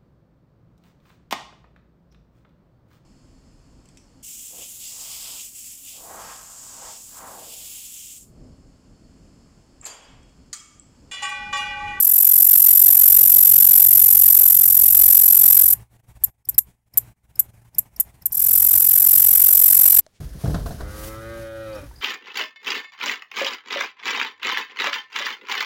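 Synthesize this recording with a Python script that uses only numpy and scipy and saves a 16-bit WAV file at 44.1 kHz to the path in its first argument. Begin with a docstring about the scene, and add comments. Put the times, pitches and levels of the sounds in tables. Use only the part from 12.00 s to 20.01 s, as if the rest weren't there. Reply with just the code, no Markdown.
"""A garden shrub at night, a katydid singing a hand's width from the microphone. About 45 wing strokes
a second each drag a scraper over a file of teeth and set the wings ringing. It stops, gives eight
single strokes, then starts up again. The sharpest strikes overload the recorder, the leaves add a
short tail, and behind it all lie a faint low hum and the hiss of the night air."""
import sys
import numpy as np
from scipy import signal
from scipy.fft import rfft, irfft, next_fast_len
from scipy.io import wavfile
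from scipy.ndimage import uniform_filter1d, map_coordinates

SR = 44100
rng = np.random.default_rng(int(sys.argv[2]) if len(sys.argv) > 2 else 0)


def wrap_up_sound(samples):
    """Save the sound to the file named by the first command line argument, as 16-bit audio."""
    columns = np.atleast_2d(samples).T
    # keep every value between -1 and 1, then stretch to whole-number steps
    tamed = np.clip(columns, -1, 1)
    steps = np.round(tamed * 32767).astype(np.int16)
    wavfile.write(sys.argv[1], SR, steps)


N = 353241
FULL_EFFORT_DB = -8  # reference for the pace and the crackle of the buzz


def buzz(first_s, effort, opening_db, crackle_db):
    """The wings open with a faint ring and close with a bright rasp, no two strokes quite alike."""
    # Tooth force, swelling in. Each row: share of the stroke, force in dB.
    swell = [(0, -34), (.12, -7), (.3, -2), (.5, -1.5), (.7, 0.5), (.88, -1.5), (1, -2.5)]
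    # Wing tone, coloured by the leaves at two microphone positions. Each row: frequency in Hz, gain in dB.
    first_tone = [(3000, -73.5), (5150, -38), (5800, -27.5), (6150, -31), (7100, -14), (7750, -18.5),
                  (8400, -22), (9100, -10), (10750, -13), (11350, 1), (12250, 3.5), (12800, -0.5),
                  (13550, 2), (14250, -2), (15300, -21), (15900, -13.5), (17500, -15.5)]
    second_tone = [(3000, -73.5), (5100, -37.5), (5750, -28.5), (6600, -30), (7750, -12.5), (8600, -26),
                   (9100, -14), (10100, -8.5), (10950, -16), (11500, -5.5), (12700, -2.5), (13100, -9),
                   (13650, 1), (14700, -15.5), (15800, -15), (17500, -10.5)]
    # The microphone drifts. Each row: time in seconds, gain in dB, position from 0 (first) to 1 (second).
    drift = [(0, -1, 0.56), (.45, 0, 0.34), (2.0, 0.25, 0.26), (2.6, 1.47, 0.46), (3.7, 2.54, 0.59),
             (6.351, -1, 1), (7.0, -0.3, 0.82), (8, -0.6, 1)]
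    drift_s, near_db, position = np.transpose(drift)
    teeth, direct = np.zeros(N), np.zeros(N)
    for middle in stroke_times(first_s, effort):
        level_db = read(effort, middle) + np.interp(middle, drift_s, near_db) + rng.normal(0, .42)
        force = amp(level_db + 29)
        start = middle - .0101 + rng.normal(0, .00018)
        length = .0146 + rng.normal(0, .0003)
        add(teeth, start, force * stroke(swell, length, slowing=1.0, scatter_db=-.1))
        # the peak of each stroke crackles, far more on the loud ones
        harsh_db = crackle_db + 1.78 * (level_db - FULL_EFFORT_DB) + rng.normal(0, .65)
        add(direct, start + .0065, amp(harsh_db) * crackle(length=.0075))
        _, low_ring = wing_opening(hz=5700 + rng.normal(0, 110), length=.0088)
        add(direct, start - .007, force * amp(opening_db) * low_ring)
    blend = np.interp(np.arange(N) / SR, drift_s, position)
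    return wing_ring(teeth * (1 - blend), first_tone) + wing_ring(teeth * blend, second_tone) + direct


def stroke_times(first_s, effort, full_rate_hz=45.86, hz_per_db=.45):
    """The middle of each stroke in a buzz: harder strokes come faster."""
    times = [first_s]
    while times[-1] < effort[-1][0]:
        rate_hz = full_rate_hz + hz_per_db * (read(effort, times[-1]) - FULL_EFFORT_DB)
        times.append(times[-1] + 1 / rate_hz)
    return times[:-1]


def single_strokes(lead_s=.0385):
    """Lone clicks in the pause: the wings open softly, then snap shut."""
    # Each row: time in seconds, relative closing level in dB, relative opening level in dB.
    cues = [(4.2375, -12.5, -70.5), (4.488, -18.5, -50), (4.5803, -8, -40.5), (4.9736, -10.5, -47),
            (5.3925, -11, -45.5), (5.783, -13.5, -45), (5.999, -13.5, -43), (6.2567, -15.5, -49)]
    # Tooth force, with a hard attack. 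Each row: share of the stroke, force in dB.
    snap = [(0, -2.5), (.2, 0), (.45, 0), (.7, 1), (.88, -3), (1, -1)]
    # Wing tone of a lone stroke. Each row: frequency in Hz, gain in dB.
    tone = [(3000, -74.5), (4900, -47.5), (5700, -33.5), (6450, -38), (6900, -21.5), (7700, -16.5),
            (8450, -27.5), (9300, -15.5), (10900, -16.5), (11500, -8.5), (12700, -4), (13800, -4),
            (14500, -6.5), (15400, -30.5), (17500, -14.5)]
    teeth, direct = np.zeros(N), np.zeros(N)
    for s, close_db, open_db in cues:
        closing = stroke(snap, length=.0118, slowing=.62, scatter_db=-.4, skip=0, count=19)
        add(teeth, s - .0006, amp(close_db + 29.5) * closing)
        scrape, low_ring = wing_opening(hz=5310 + rng.normal(0, 130), length=.009, ring_t60=.009)
        add(teeth, s - lead_s, amp(open_db + 26) * scrape)
        add(direct, s - lead_s, amp(open_db + 21) * low_ring)
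    return wing_ring(teeth, tone) + direct


def stroke(shape, length, slowing, scatter_db, jitter=.13, skip=.018, release_db=-9, count=21):
    """The scraper crosses the file, slowing as the wings close and skipping the odd tooth."""
    gaps = np.exp(slowing * np.linspace(0, 1, count) + jitter * rng.standard_normal(count))
    place = (np.cumsum(gaps) - gaps[0]) / gaps[1:].sum()
    force = amp(read(shape, place) + scatter_db * rng.standard_normal(count))
    force *= rng.random(count) > skip
    # each tooth kicks the wing twice: as it catches and, more weakly, as it lets go
    catch = place * length
    when = np.r_[catch, catch + rng.uniform(.0002, .0005, count)]
    kicks = np.r_[force, -amp(release_db) * force]
    return np.bincount(np.round(when * SR).astype(int), kicks / np.linalg.norm(kicks))


def wing_ring(strikes, tone, spread_s=.0007, size=2048):
    """The wing resonates with this tone at every strike."""
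    hz = np.fft.rfftfreq(size, 1 / SR)
    top_end = np.clip((SR / 2 - hz) / 2500, .03, 1) ** 2
    # minimum phase, so the ring follows the strike
    cepstrum = irfft(np.log(gain(tone, hz) * top_end))
    cepstrum[1:size // 2] *= 2
    cepstrum[size // 2 + 1:] = 0
    # bending waves cross the wing more slowly at low frequencies, which smears each strike
    delay = spread_s * np.clip((SR / 2 - hz) / 8000, .5, 2)
    response = irfft(np.exp(rfft(cepstrum) - 2j * np.pi * np.cumsum(delay) * hz[1]))[:size // 2]
    return signal.oaconvolve(strikes, response / np.linalg.norm(response))[:N]


def wing_opening(hz, length, ring_t60=.0021, attack_s=.00041):
    """Opening wings barely brush the file: a faint scrape, and the lower ring it wakes in the wing."""
    t = np.arange(SR // 50) / SR
    count = int(length * SR)
    scrape = np.sin(np.pi * t[:count] / length) * rng.standard_normal(len(t))[:count]
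    mode = np.sin(2 * np.pi * hz * t) * amp(-60 * t / ring_t60) * (1 - np.exp(-t / attack_s))
    low_ring = np.convolve(scrape, mode)
    return scrape / np.linalg.norm(scrape), low_ring / np.linalg.norm(low_ring)


def crackle(length, count=22, low_cut_hz=301):
    """A spray of dry, bassless ticks."""
    when = np.round(rng.random(count) * length * SR).astype(int)
    ticks = np.bincount(when, unit(rng.standard_normal(count)) / np.sqrt(count), minlength=SR // 80)
    return signal.lfilter(*signal.butter(1, low_cut_hz, "high", fs=SR), ticks)


def foliage(song, t60, wet_db):
    """Leaves and ground scatter a short, slightly duller tail that keeps changing as things sway."""
    t = np.arange(SR // 5) / SR
    wet, step = np.zeros(N), SR // 8
    for start in range(0, N, step):
        tail = uniform_filter1d(rng.standard_normal(len(t)), size=2) * amp(-60 * t / t60) * (t > .001)
        add(wet, start / SR, signal.fftconvolve(song[start:start + step], tail / np.linalg.norm(tail)))
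    return amp(wet_db) * wet


def night_bed(air_db=-7, flutter_depth_db=7, full_flutter_dip_db=6.5):
    """A wavering low hum and airy hiss; both dip and flutter together while the insect rests."""
    # The bed's slow fader, and the dips on top of it. Each row: time in seconds, gain in dB.
    fader = [(0, -54), (.35, -53.5), (.8, -46.5), (3.7, -43.5), (4.6, -48), (8, -46.5)]
    lull = [(3.76, -1), (3.83, -1.5), (3.89, -19.5), (4.0, -11.5), (4.02, -28), (4.07, -9.5), (4.29, -6.5),
            (4.33, -25), (4.44, -29.5), (4.45, -12.5), (4.6, -3), (4.87, -23.5), (4.98, 0), (5.09, 0.5),
            (5.15, -26.5), (5.41, 0), (5.6, -13.5), (5.62, -1.5), (5.67, -14), (5.84, -2), (5.91, -22),
            (5.97, -4), (6.27, -6), (6.36, 1)]
    # The hum's tones, its rumble and the air's hiss. Each row: frequency in Hz, relative level in dB.
    hum_tones = [(59, -6.5), (116, -6)]
    rumble_colour = [(20, -17), (40, -11.5), (58, -6.5), (75, -1.5), (92, -23.5), (113, -2.5), (135, -19.5),
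                     (175, -14.5), (260, -30.5), (600, -39.5), (2000, -101.5)]
    air_colour = [(30, -7), (170, 6.5), (300, 0), (500, -5), (820, 0), (1300, -9), (2200, -7.5),
                  (2900, -13), (4500, -18), (9000, -12), (15500, -16)]
    t = np.arange(N) / SR
    lull_db = read(lull, t)
    flutter_db = flutter_depth_db * np.clip(-lull_db / full_flutter_dip_db, 0, 1) * np.tanh(2 * wobble(48))
    tones = np.zeros(N)
    for hz, db in hum_tones:
        level = amp(db + 3.3 * wobble(5.7)) * np.sqrt(2)
        tones += level * np.sin(2 * np.pi * hz * t + .58 * wobble(4))
    hum = unit(tones + amp(-4) * noise(rumble_colour, patchy_db=-.5))
    air = amp(air_db) * noise(air_colour, patchy_db=1.5)
    return amp(read(fader, t) + lull_db + flutter_db) * (hum + air)


def noise(colour, patchy_db):
    """Coloured noise of rms 1, with patches of random gain in time and frequency."""
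    hz, _, frames = signal.stft(rng.standard_normal(N), SR, nperseg=2048)
    patches = uniform_filter1d(uniform_filter1d(rng.standard_normal(frames.shape), 16, 0), 3, 1)
    shaped = frames * gain(colour, hz)[:, None] * amp(patchy_db * unit(patches))
    return unit(signal.istft(shaped, nperseg=2048)[1][:N])


def wobble(rate):
    """A smooth random curve, rate knots a second."""
    return map_coordinates(rng.standard_normal(int(N * rate / SR) + 4), [np.arange(N) * rate / SR])


def amp(db):
    """Decibels to gain."""
    return 10 ** (np.asarray(db) / 20)


def unit(x):
    """Scale to rms 1."""
    return x / np.sqrt(np.mean(x ** 2) + 1e-20)


def read(rows, at):
    """Straight lines through (x, value) rows."""
    return np.interp(at, *np.transpose(rows))


def gain(spectrum, hz):
    """An EQ curve through (Hz, dB) points on a log axis, as gain."""
    f, db = np.transpose(spectrum)
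    return amp(np.interp(np.log(hz + 1), np.log(f), db))


def add(track, s, sound):
    """Mix a sound into a track at s seconds."""
    start = round(s * SR)
    lo, hi = max(start, 0), min(start + len(sound), N)
    if hi > lo:
        track[lo:hi] += sound[lo - start:hi - start]


def scene():
    """Two buzzes with single strokes between them, in the shrub, over the night bed."""
    # Wing force through each buzz. Each row: time in seconds, effort in dB.
    first_effort = [(0.0, -10.72), (0.4, -8.33), (1.6, -7.91), (2.35, -8.8), (2.7, -10.96), (3.1, -9.57),
                    (3.6, -10.05), (3.74, -13.43)]
    second_effort = [(6.32, -21.13), (6.4, -12.87), (6.55, -10.36), (6.9, -9.95), (7.3, -8.78),
                     (8.0, -8.21)]
    song = buzz(.0085, first_effort, opening_db=-36.5, crackle_db=-5)
    song += buzz(6.3287, second_effort, opening_db=-33, crackle_db=-.5)
    song += single_strokes()
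    return (song + foliage(song, t60=.095, wet_db=-17) + night_bed())[None]


def record(dry, top_hz=15800):
    """The recorder soft-clips the tallest tooth strikes, then cuts the very top end."""
    clipped = dry / (1 + np.abs(dry) ** 6) ** (1 / 6)
    size = next_fast_len(N + SR // 4)
    high_cut = np.clip((top_hz - np.fft.rfftfreq(size, 1 / SR)) / 200 + .5, 0, 1)
    return irfft(rfft(clipped, size) * high_cut, size)[..., :N]


dry = scene()
out = record(dry)
wrap_up_sound(out)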